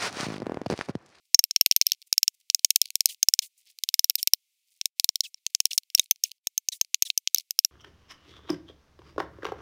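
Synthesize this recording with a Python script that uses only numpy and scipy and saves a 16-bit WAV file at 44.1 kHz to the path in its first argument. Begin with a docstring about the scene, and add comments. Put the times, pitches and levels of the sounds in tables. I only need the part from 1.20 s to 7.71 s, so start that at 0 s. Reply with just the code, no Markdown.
"""A knife splitting firewood

A steel knife is worked down into a piece of firewood on a stump, close by in a quiet forest.
The blade slips and catches in quick runs of sharp, briefly ringing clicks, with dry ticks between.
Now and then the steel slides with a scrape and a short falling squeak. There is almost no bass."""
import sys
import numpy as np
from scipy import signal
from scipy.fft import rfft, irfft, next_fast_len
from scipy.io import wavfile
from scipy.ndimage import uniform_filter1d

SR = 44100
rng = np.random.default_rng(int(sys.argv[2]) if len(sys.argv) > 2 else 0)


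def bounce(signal):
    """Save signal as a 16-bit WAV file at the path given by the first command-line argument."""
    frames = np.transpose(np.atleast_2d(signal))
    limited = np.clip(frames, -1, 1)
    pcm = np.round(limited * 32767).astype(np.int16)
    wavfile.write(sys.argv[1], SR, pcm)


N = 287091
TIME = np.arange(N) / SR
BLOW_TIME = np.arange(1024) / SR   # seconds within one short blow
CUTOFF_HZ = 16700

# Each catch of the blade: start_s, level_db, brightness_db, low_ring_db, high_ring_db
# (brightness is the crack against the knock; the two rings are relative to level_db)
CATCHES = [(0.1455, -9.5, -1.5, 7, 5.5), (0.1921, -6, 5.5, 2, 0), (0.24, -8, 5.5, -8.5, -23),
           (0.3103, -25.5, -4.5, 8, 4.5), (0.362, -11, -6, 3, -37), (0.4113, -3, 6.5, 0, -12.5),
           (0.4618, -5, 1, -39, -24), (0.5128, -10.5, -2, 6.5, -33), (0.5635, -4, 18, -8.5, -7),
           (0.614, -13.5, 1, 8, 4), (0.6677, -8.5, 14, 0.5, -36), (0.7194, -13, -2, 2, -0.5),
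           (0.928, -10, 2, 1, -7.5), (0.98, -11.5, 11, 6, -3), (1.0308, -9, 3.5, 2.5, -6),
           (1.0798, -14, 3, 6, -1), (1.3004, -15, -10, 1.5, -9.5), (1.3473, -11, 7.5, 4.5, 2),
           (1.447, -5.5, 7.5, 0, 0.5), (1.5054, -10, 10, 2, -0.5), (1.5598, -6, 10, -5.5, -3),
           (1.6162, -7.5, 9.5, 1, -8), (1.7045, -27, -1.5, -10, -17), (1.7555, -11.5, 7.5, 0, -10),
           (1.807, -15, 0, 4, -11), (1.8578, -2.5, 19.5, -5.5, -4.5), (2.0297, -10.5, 0.5, 0, 5.5),
           (2.0865, -8.5, 7.5, 6, -1.5), (2.1382, -11.5, 8, 7, -6), (2.191, -14, -5.5, 4.5, 1),
           (2.6373, -15, -6, -15, -6.5), (2.6893, -15, -6.5, -3, -8), (2.7419, -12.5, 2.5, 2.5, -9),
           (2.7936, -11, 3.5, 2.5, -1.5), (2.8438, -9.5, 9, 2, -17), (2.8985, -6, 12, -1.5, -13),
           (2.955, -12, 12.5, -2, -10), (3.0294, -16.5, 13, 0, -35), (3.074, -9, 4.5, -5.5, -8),
           (3.1355, 0.5, 15.5, -0.5, -24), (3.6132, -22, -10, 3.5, -20), (3.657, -16, 3, 1.5, -5),
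           (3.7983, -14, -2, -1.5, -10.5), (3.8442, -7.5, 3, -9.5, -14), (3.8909, -16, -2.5, 7.5, -13),
           (3.9573, -19, -1.5, 3, -17), (4.0067, -17, -6, 4.5, -1.5), (4.1439, -44.5, 0, 14, -14.5),
           (4.2655, -19, -6.5, -16, 1.5), (4.3496, -19.5, -3, 5.5, 8), (4.4033, -15, 4, 2.5, 3),
           (4.4555, -12.5, 9, 4, -9), (4.5324, -27, -3, 2, -6), (4.5788, -14, 13, 5.5, -6),
           (4.75, -11, 16, 7, -27.5), (4.7956, -9.5, 0, -4.5, 2.5), (4.9109, -4.5, 4.5, -42, -4),
           (5.0383, -16.5, 20, 3.5, 5.5), (5.2711, -18, 2, -2, 2), (5.3787, -18, 8.5, -6.5, 6.5),
           (5.4872, -23, 2, 4, 11), (5.613, -14.5, 2, -3, 5.5), (5.7446, -10, -13.5, -12, -19),
           (5.8233, -10.5, 7, -3, 2.5), (5.902, -12.5, -27, -17, -19.5), (5.977, -12, 10.5, -1.5, 2.5),
           (6.0747, -12, -24.5, -14, -15), (6.1464, -9, 26, -5, 2.5), (6.1835, -25, 6, 7.5, -6),
           (6.3083, -21, 12, 1.5, 0.5), (6.3903, -10, 6, 5, -14), (6.4486, -13, 7.5, 7.5, -7)]
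# Each slide of the blade: start_s, scrape_db, squeak_db, squeak_length_s, squeak_end_hz
SLIDES = [(1.889, -38, -36, 0.025, 1367), (2.22, -39.5, -37, 0.015, 1360), (2.981, -43, -35.5, 0.023, 1470),
          (4.035, -46, -34.5, 0.036, 1220), (4.508, -40, -25, 0.013, 1124),
          (5.037, -45.5, -36, 0.025, 1094), (5.52, -40.5, -29, 0.018, 1805),
          (5.852, -42.5, -33, 0.027, 1640)]
# A colour says how strong a sound is from low to high. All four: frequency_hz, level_db
KNOCK_COLOUR = [(600, -27.5), (1200, -9.5), (1600, -20), (2200, -2.5), (2700, 1), (3400, 1.5), (4300, 6.5),
                (5200, 2.5), (6500, -0.5), (9000, -22.5)]   # knocked wood
CRACK_COLOUR = [(3000, -38), (5500, 1), (7000, -6), (8500, 2.5), (10500, 1), (12400, -4), (13300, 3),
                (14000, -8), (15400, -3.5), (16500, -4.5)]   # the bright crack at the edge
RASP_COLOUR = [(100, -43), (500, -24.5), (1500, -24.5), (2150, -0.5), (4200, 4.5), (5200, 5.5),
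               (6400, -3.5), (8000, -18), (11000, -23)]   # the lower part of a scrape or crinkle
HISS_COLOUR = [(1500, -52), (3000, -30), (5200, -7), (6400, -1), (8000, -0.5), (10600, -1), (12000, -9),
               (13500, -3), (15300, -0.5), (16200, -27)]   # the higher part of a scrape or crinkle


def from_db(db):
    """Turn decibels into a factor to multiply by."""
    return 10 ** (np.asarray(db) / 20)


def curve_at(time_s, points):
    """Read a value off straight lines drawn between (time, value) points."""
    return np.interp(time_s, *np.transpose(points))


def rms_one(x):
    """Scale a sound to an average (rms) level of 1."""
    return x / np.sqrt(np.mean(x ** 2) + 1e-20)


def unit_blow(x):
    """Scale a sound to the energy of one millisecond at level 1."""
    return x / np.sqrt(np.sum(x ** 2) * 1000 / SR + 1e-20)


def add(out, start_s, sound):
    """Mix a sound into out from start_s on."""
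    at = max(int(round(start_s * SR)), 0)
    part = out[at:at + len(sound)]
    part += sound[:len(part)]


def response(colour, size=1024):
    """The sound of one perfect tap with this colour (a minimum-phase impulse response)."""
    hz, db = np.transpose(colour)
    log_hz = np.log(np.fft.rfftfreq(size, 1 / SR) + 1)
    log_gain = np.log(from_db(np.interp(log_hz, np.log(hz), db)))
    cepstrum = irfft(log_gain)
    cepstrum[1:size // 2] *= 2
    cepstrum[size // 2 + 1:] = 0   # nothing sounds before the tap
    return irfft(np.exp(rfft(cepstrum)))


def through(x, impulse_response):
    """Filter a sound, keeping its length."""
    return signal.fftconvolve(x, impulse_response)[:len(x)]


def band(x, low_hz, high_hz, order=12):
    """Keep what lies between two frequencies, with no delay, so clicks stay short."""
    size = next_fast_len(N + 2048)
    hz = np.fft.rfftfreq(size, 1 / SR) + 1
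    gain = 1 / (1 + (low_hz / hz) ** order) / (1 + (hz / high_hz) ** 40)
    return irfft(rfft(x, size) * gain, size)[:N]


def noise(colour, grain_db=0):
    """Coloured noise; grain_db makes its grains uneven, so it sounds gritty."""
    white = rng.standard_normal(N)
    sizes = np.repeat(rng.standard_normal(N // 16 + 1), 16)[:N]
    return rms_one(through(white * from_db(grain_db * sizes), response(colour)))


def forest():
    """The forest is a faint, even hiss that dips briefly twice."""
    colour = [(30, -40.5), (1000, -32), (1750, -25.5), (2150, -7), (3300, -6), (5000, -6.5), (7000, -8),
              (10000, -10), (15500, -11.5), (16500, -27)]   # the hiss: frequency_hz, level_db
    levels = [(0, -79), (3.2, -77.5), (4.3, -80.5), (6.5, -79)]   # its slow drift: time_s, level_db
    lulls = [(3.726, 0.043), (5.21, 0.034)]   # its dips: middle_s, half_length_s
    level = from_db(curve_at(TIME, levels))
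    for middle_s, half_s in lulls:
        level *= 1 - .9 * np.exp(-((TIME - middle_s) / half_s) ** 6)
    return level * noise(colour)


def crinkle(colour, per_s):
    """Tiny grains of sound, uneven in size, at random moments."""
    grains = np.zeros(N)
    at = np.flatnonzero(rng.random(N) < per_s / SR)
    grains[at] = rng.standard_normal(N)[at]
    return rms_one(through(grains, response(colour)))


def soft_crinkles(rasp_db, hiss_db, flicker_s=.006, flicker_db=6):
    """A faint, soft crinkle comes in short patches."""
    patches = [(0.059, 0.01, -75), (0.675, 0.012, -61), (0.873, 0.0053, -61.5), (1.146, 0.0063, -64.5),
               (1.209, 0.0063, -65), (2.402, 0.026, -67.5), (2.491, 0.025, -59.5), (3.53, 0.044, -72.5),
               (4.303, 0.0033, -61), (4.177, .009, -74), (4.464, 0.0068, -47), (4.81, 0.028, -57),
               (6.199, 0.019, -57)]   # each patch of crinkle: middle_s, half_length_s, level_db
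    strength = np.zeros(N)
    for middle_s, half_s, db in patches:
        swell = np.hanning(int(4 * half_s * SR))   # the fades double the length
        add(strength, middle_s - 2 * half_s, from_db(db) * swell)
    flicker_times = np.arange(0, N / SR, flicker_s)
    swings_db = flicker_db * rng.uniform(-1.5, 1.5, (2, len(flicker_times)))
    rasp_level, hiss_level = (from_db(np.interp(TIME, flicker_times, db)) for db in swings_db)
    rasp = from_db(rasp_db) * rasp_level * crinkle(RASP_COLOUR, per_s=1500)
    hiss = from_db(hiss_db) * hiss_level * crinkle(HISS_COLOUR, per_s=790)
    return strength * (rasp + hiss)


def ring(hz, t60):
    """One struck note; t60 is the seconds it takes to fade by 60 dB."""
    onset = 1 - np.exp(-BLOW_TIME / .00006)
    return unit_blow(onset * np.sin(2 * np.pi * hz * BLOW_TIME) * from_db(-60 * BLOW_TIME / t60))


def burst(tone, grit, fade_s):
    """One sharp spike and a brief gritty tail, filtered to the given tone."""
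    spike = grit * rng.standard_normal(len(BLOW_TIME)) * np.exp(-BLOW_TIME / fade_s)
    spike[0] += 1
    return unit_blow(through(spike, tone))


def blade_clicks(strike_db, bright_db, wood_db, wood_t60):
    """Each catch knocks the wood, cracks and rings the steel; a tight grip shortens the ring."""
    ring_times = [(0.2, .016), (0.45, 0.0068), (1.8, 0.007), (2.1, 0.0069), (2.7, 0.007), (4.5, 0.0061),
                  (4.95, .014), (5.6, 0.0083), (6.45, 0.0078)]   # the blade's ring as the wood grips and lets go: time_s, t60_s
    top_levels = [(0.25, 2.5), (0.7, 6), (1.3, -9), (1.8, -8), (2.2, -11.5), (3.1, 5), (3.8, -17.5),
                  (4.4, -21), (5.0, 7), (6.45, 4)]   # the blade's top note against the crack: time_s, level_db
    free_hz, free_t60 = (5512, 6361), 0.024   # the two main notes of the free blade
    wood, edge = response(KNOCK_COLOUR), response(CRACK_COLOUR)
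    top_note = ring(hz=13320, t60=0.0015)
    out, chances = np.zeros(N), rng.standard_normal((len(CATCHES), 3))
    for (start_s, db, brightness_db, *rings_db), (bite, looseness, detune) in zip(CATCHES, chances):
        crack = burst(edge, grit=0.17, fade_s=0.00051)
        crack += from_db(curve_at(start_s, top_levels)) * top_note
        crack = from_db(brightness_db + bright_db) * unit_blow(crack)
        wood_hz = 4180 + 540 * bite   # depends on where the edge bites
        wood_note = from_db(wood_db) * ring(wood_hz, wood_t60)
        knock = unit_blow(burst(wood, grit=0.57, fade_s=0.00071) + wood_note)
        click = from_db(strike_db) * unit_blow(knock + crack)
        ring_t60 = curve_at(start_s, ring_times) * np.exp(0.11 * looseness)
        grip = 1 - ring_t60 / free_t60
        pitch = 1 - .02 * grip * (1 + detune)   # a full grip lowers the notes 2% on average
        for hz, ring_db in zip(free_hz, rings_db):
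            click += from_db(ring_db) * ring(hz * pitch, ring_t60)
        add(out, start_s, from_db(db) * click)
    return out


def thuds(hollow_db, hollow_growth, thud_growth):
    """Overload puts a faint low thud under the loudest clicks; dull knocks sound the hollow wood."""
    colour = [(30, 1.5), (400, -0.5), (900, -0.5), (1300, 3.5), (1800, -3.5), (2600, -23)]   # the overload thud: frequency_hz, level_db
    thud_levels = [(0.2, -38), (1.65, -38.5), (2.1, -33.5), (2.7, -22.5), (3.13, -57.5), (3.9, -50),
                   (4.4, -17), (4.85, -47.5), (5.35, -1.5), (5.7, -47.5), (6.45, -27)]   # the thud under a full-scale click: time_s, level_db
    out, thud_tone, hollow_note = np.zeros(N), response(colour), ring(hz=1250, t60=0.0059)
    for start_s, db, brightness_db, *rings_db in CATCHES:
        loudness = from_db(db) * np.sqrt(1 + np.sum(from_db(rings_db) ** 2))
        overload = from_db(curve_at(start_s, thud_levels)) * loudness ** thud_growth
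        add(out, start_s, overload * burst(thud_tone, grit=0.024, fade_s=.0005))
        knock_db = db - max(brightness_db, 0)
        add(out, start_s, from_db(hollow_db + hollow_growth * knock_db) * hollow_note)
    return out


def tick_list(tear_gap_s=.008, stray_gap_s=.2, stray_db=-69, spread_db=3):
    """List every tick as (start_s, level_db): single ones, echo-like ones, runs and strays."""
    singles = [(0.523, -25.5), (0.6223, -25), (0.7331, -33), (0.8181, -39), (0.825, -42), (0.9393, -40),
               (1.3937, -29), (1.449, -14.5), (1.508, -16), (1.5619, -15.5), (1.6174, -21.5), (1.6572, -28),
               (1.9461, -40), (2.1929, -13), (2.5877, -32.5), (2.9047, -22.5), (3.077, -17.5),
               (3.1359, -10), (4.4053, -27), (4.5827, -15), (4.6338, -48), (4.7018, -38), (4.7486, -19),
               (4.7779, -29), (4.7847, -28), (4.8596, -46), (4.9598, -45), (5.1165, -30.5), (5.6479, -39),
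               (5.7461, -23), (5.8299, -31), (5.9035, -28), (6.148, -18), (6.1607, -26.5), (6.1742, -36),
               (6.1988, -31.5)]   # dry ticks, many the blade's second contact: start_s, level_db
    tears = [(0.68, .075, -47.5), (1.617, .075, -50), (1.861, .065, -46), (4.802, .055, -65),
             (5.065, .05, -50), (6.17, .04, -40)]   # the split creeps on in a run of ticks: start_s, length_s, level_db
    # A faint echo-like tick 9 ms after each click.
    ticks = [(start_s + .009, db - 38.5) for start_s, db, *_ in CATCHES]
    for start_s, length_s, db in tears:
        delays = np.cumsum(tear_gap_s * rng.uniform(0.17, 1.3, size=24))
        ticks += [(start_s + delay, db) for delay in delays if delay < length_s]
    strays = [(start_s, stray_db) for start_s in np.cumsum(stray_gap_s * rng.exponential(size=100))]
    offsets_db = spread_db * rng.standard_normal(512)
    varied = [(start_s, db + offset) for (start_s, db), offset in zip(strays + ticks, offsets_db)]
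    return list(singles) + varied


def dry_ticks(level_db, crack_db):
    """Short ticks with no ring, including the blade's second contact just after a click."""
    out, wood, edge = np.zeros(N), response(KNOCK_COLOUR), response(CRACK_COLOUR)
    for start_s, db in tick_list():
        knock = burst(wood, grit=.2, fade_s=0.00085)
        crack = from_db(crack_db) * burst(edge, grit=.3, fade_s=.0007)
        add(out, start_s, from_db(db) * (knock + crack))
    return from_db(level_db) * out


def slide_strength(rise_s, fade_db_per_s, length_s):
    """Each slide has a quick start, a steady fade and a soft stop."""
    out, t = np.zeros(N), np.arange(SR // 8) / SR
    shape = (1 - np.exp(-t / rise_s)) * from_db(-fade_db_per_s * t) * np.exp(-(t / length_s) ** 8)
    for start_s, db, *_ in SLIDES:
        add(out, start_s - .002, from_db(db) * shape)
    return out


def scrapes(rasp_db, hiss_db):
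    """Steel drags over the grain; the low rasp dies sooner than the hiss."""
    rasp = from_db(rasp_db) * slide_strength(rise_s=.003, fade_db_per_s=357.5, length_s=0.05)
    hiss = from_db(hiss_db) * slide_strength(rise_s=0.0036, fade_db_per_s=189.5, length_s=0.058)
    return rasp * noise(RASP_COLOUR, grain_db=4.5) + hiss * noise(HISS_COLOUR, grain_db=1)


def squeaks(level_db, roughness, start_hz=2130):
    """The steel sticks and slips very fast, making a tone that falls as the slide slows."""
    out, harmonics_db = np.zeros(N), [-12.0, 3.5, -1.5, -5.5, -7.5, -25.0]
    for start_s, _, db, length_s, end_hz in SLIDES:
        progress = np.linspace(0, 1, int(length_s * SR))
        wobble = rms_one(uniform_filter1d(rng.standard_normal(4096), size=24))[:len(progress)]
        pitch_hz = start_hz * (end_hz / start_hz) ** progress * (1 + roughness * wobble)
        phase = 2 * np.pi * np.cumsum(pitch_hz) / SR
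        tone = sum(from_db(harmonic_db) * np.sin(k * phase + rng.uniform(0, 2 * np.pi))
                   for k, harmonic_db in enumerate(harmonics_db, 1))
        swell = np.sqrt(np.abs(np.sin(np.pi * progress)))
        add(out, start_s, from_db(db + level_db) * rms_one(tone) * swell)
    return band(out, 2050, CUTOFF_HZ, order=8)


def split(start_s, level_db, hz, t60):
    """The split jumps ahead and the freed side of the wood rings once, lower than the steel."""
    out, fade = np.zeros(N), from_db(level_db - 60 * BLOW_TIME / t60)
    add(out, start_s, fade * np.sin(2 * np.pi * hz * BLOW_TIME))
    return out


def squash_peaks(x, low_hz):
    """Clip the hardest swings near full scale and cut away the bass, twice over."""
    for _ in range(2):
        x = band(np.clip(x, -.93, .93), low_hz, CUTOFF_HZ + 800)
    return x


def reflections(x, level_db, t60):
    """Sound bounces off the stump and the gravel as a short blur of echoes."""
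    colour = [(1000, -34.5), (2200, -7), (4000, -3), (5500, -8.5), (7000, 5.5), (10000, 2), (13300, 7),
              (15500, 10.5), (16300, -22)]   # the echoes: frequency_hz, level_db
    t = np.arange(SR // 12) / SR
    echoes = rng.standard_normal(len(t)) * from_db(-60 * t / t60) * (1 - np.exp(-t / 0.0018))
    echoes = through(echoes / np.sqrt(np.sum(echoes ** 2)), response(colour))
    return from_db(level_db) * through(x, echoes)


def scene():
    """Clicks, ticks and slides over a very quiet forest, in one channel."""
    air = forest()
    rustle = scrapes(rasp_db=-3.0, hiss_db=-2.0) + soft_crinkles(rasp_db=-1.5, hiss_db=1)
    clicks = blade_clicks(strike_db=0.7, bright_db=0.03, wood_db=-7.5, wood_t60=0.0035)
    low = thuds(hollow_db=-50, hollow_growth=0.48, thud_growth=3.9)   # growth: dB gained per dB
    squeal = squeaks(level_db=-5.0, roughness=0.083)
    ticks = dry_ticks(level_db=-0.94, crack_db=-7.5)
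    wood_ring = split(start_s=4.7963, level_db=-8.5, hz=3770, t60=0.017)
    direct = squash_peaks(clicks + ticks + wood_ring, low_hz=1863) + squeal + rustle
    return (direct + reflections(direct, level_db=-32.0, t60=0.035) + low + air)[None]


def record(dry):
    """Cut away the very highest treble."""
    return signal.sosfiltfilt(signal.butter(16, CUTOFF_HZ - 300, fs=SR, output="sos"), dry)


dry = scene()
out = record(dry)
bounce(out)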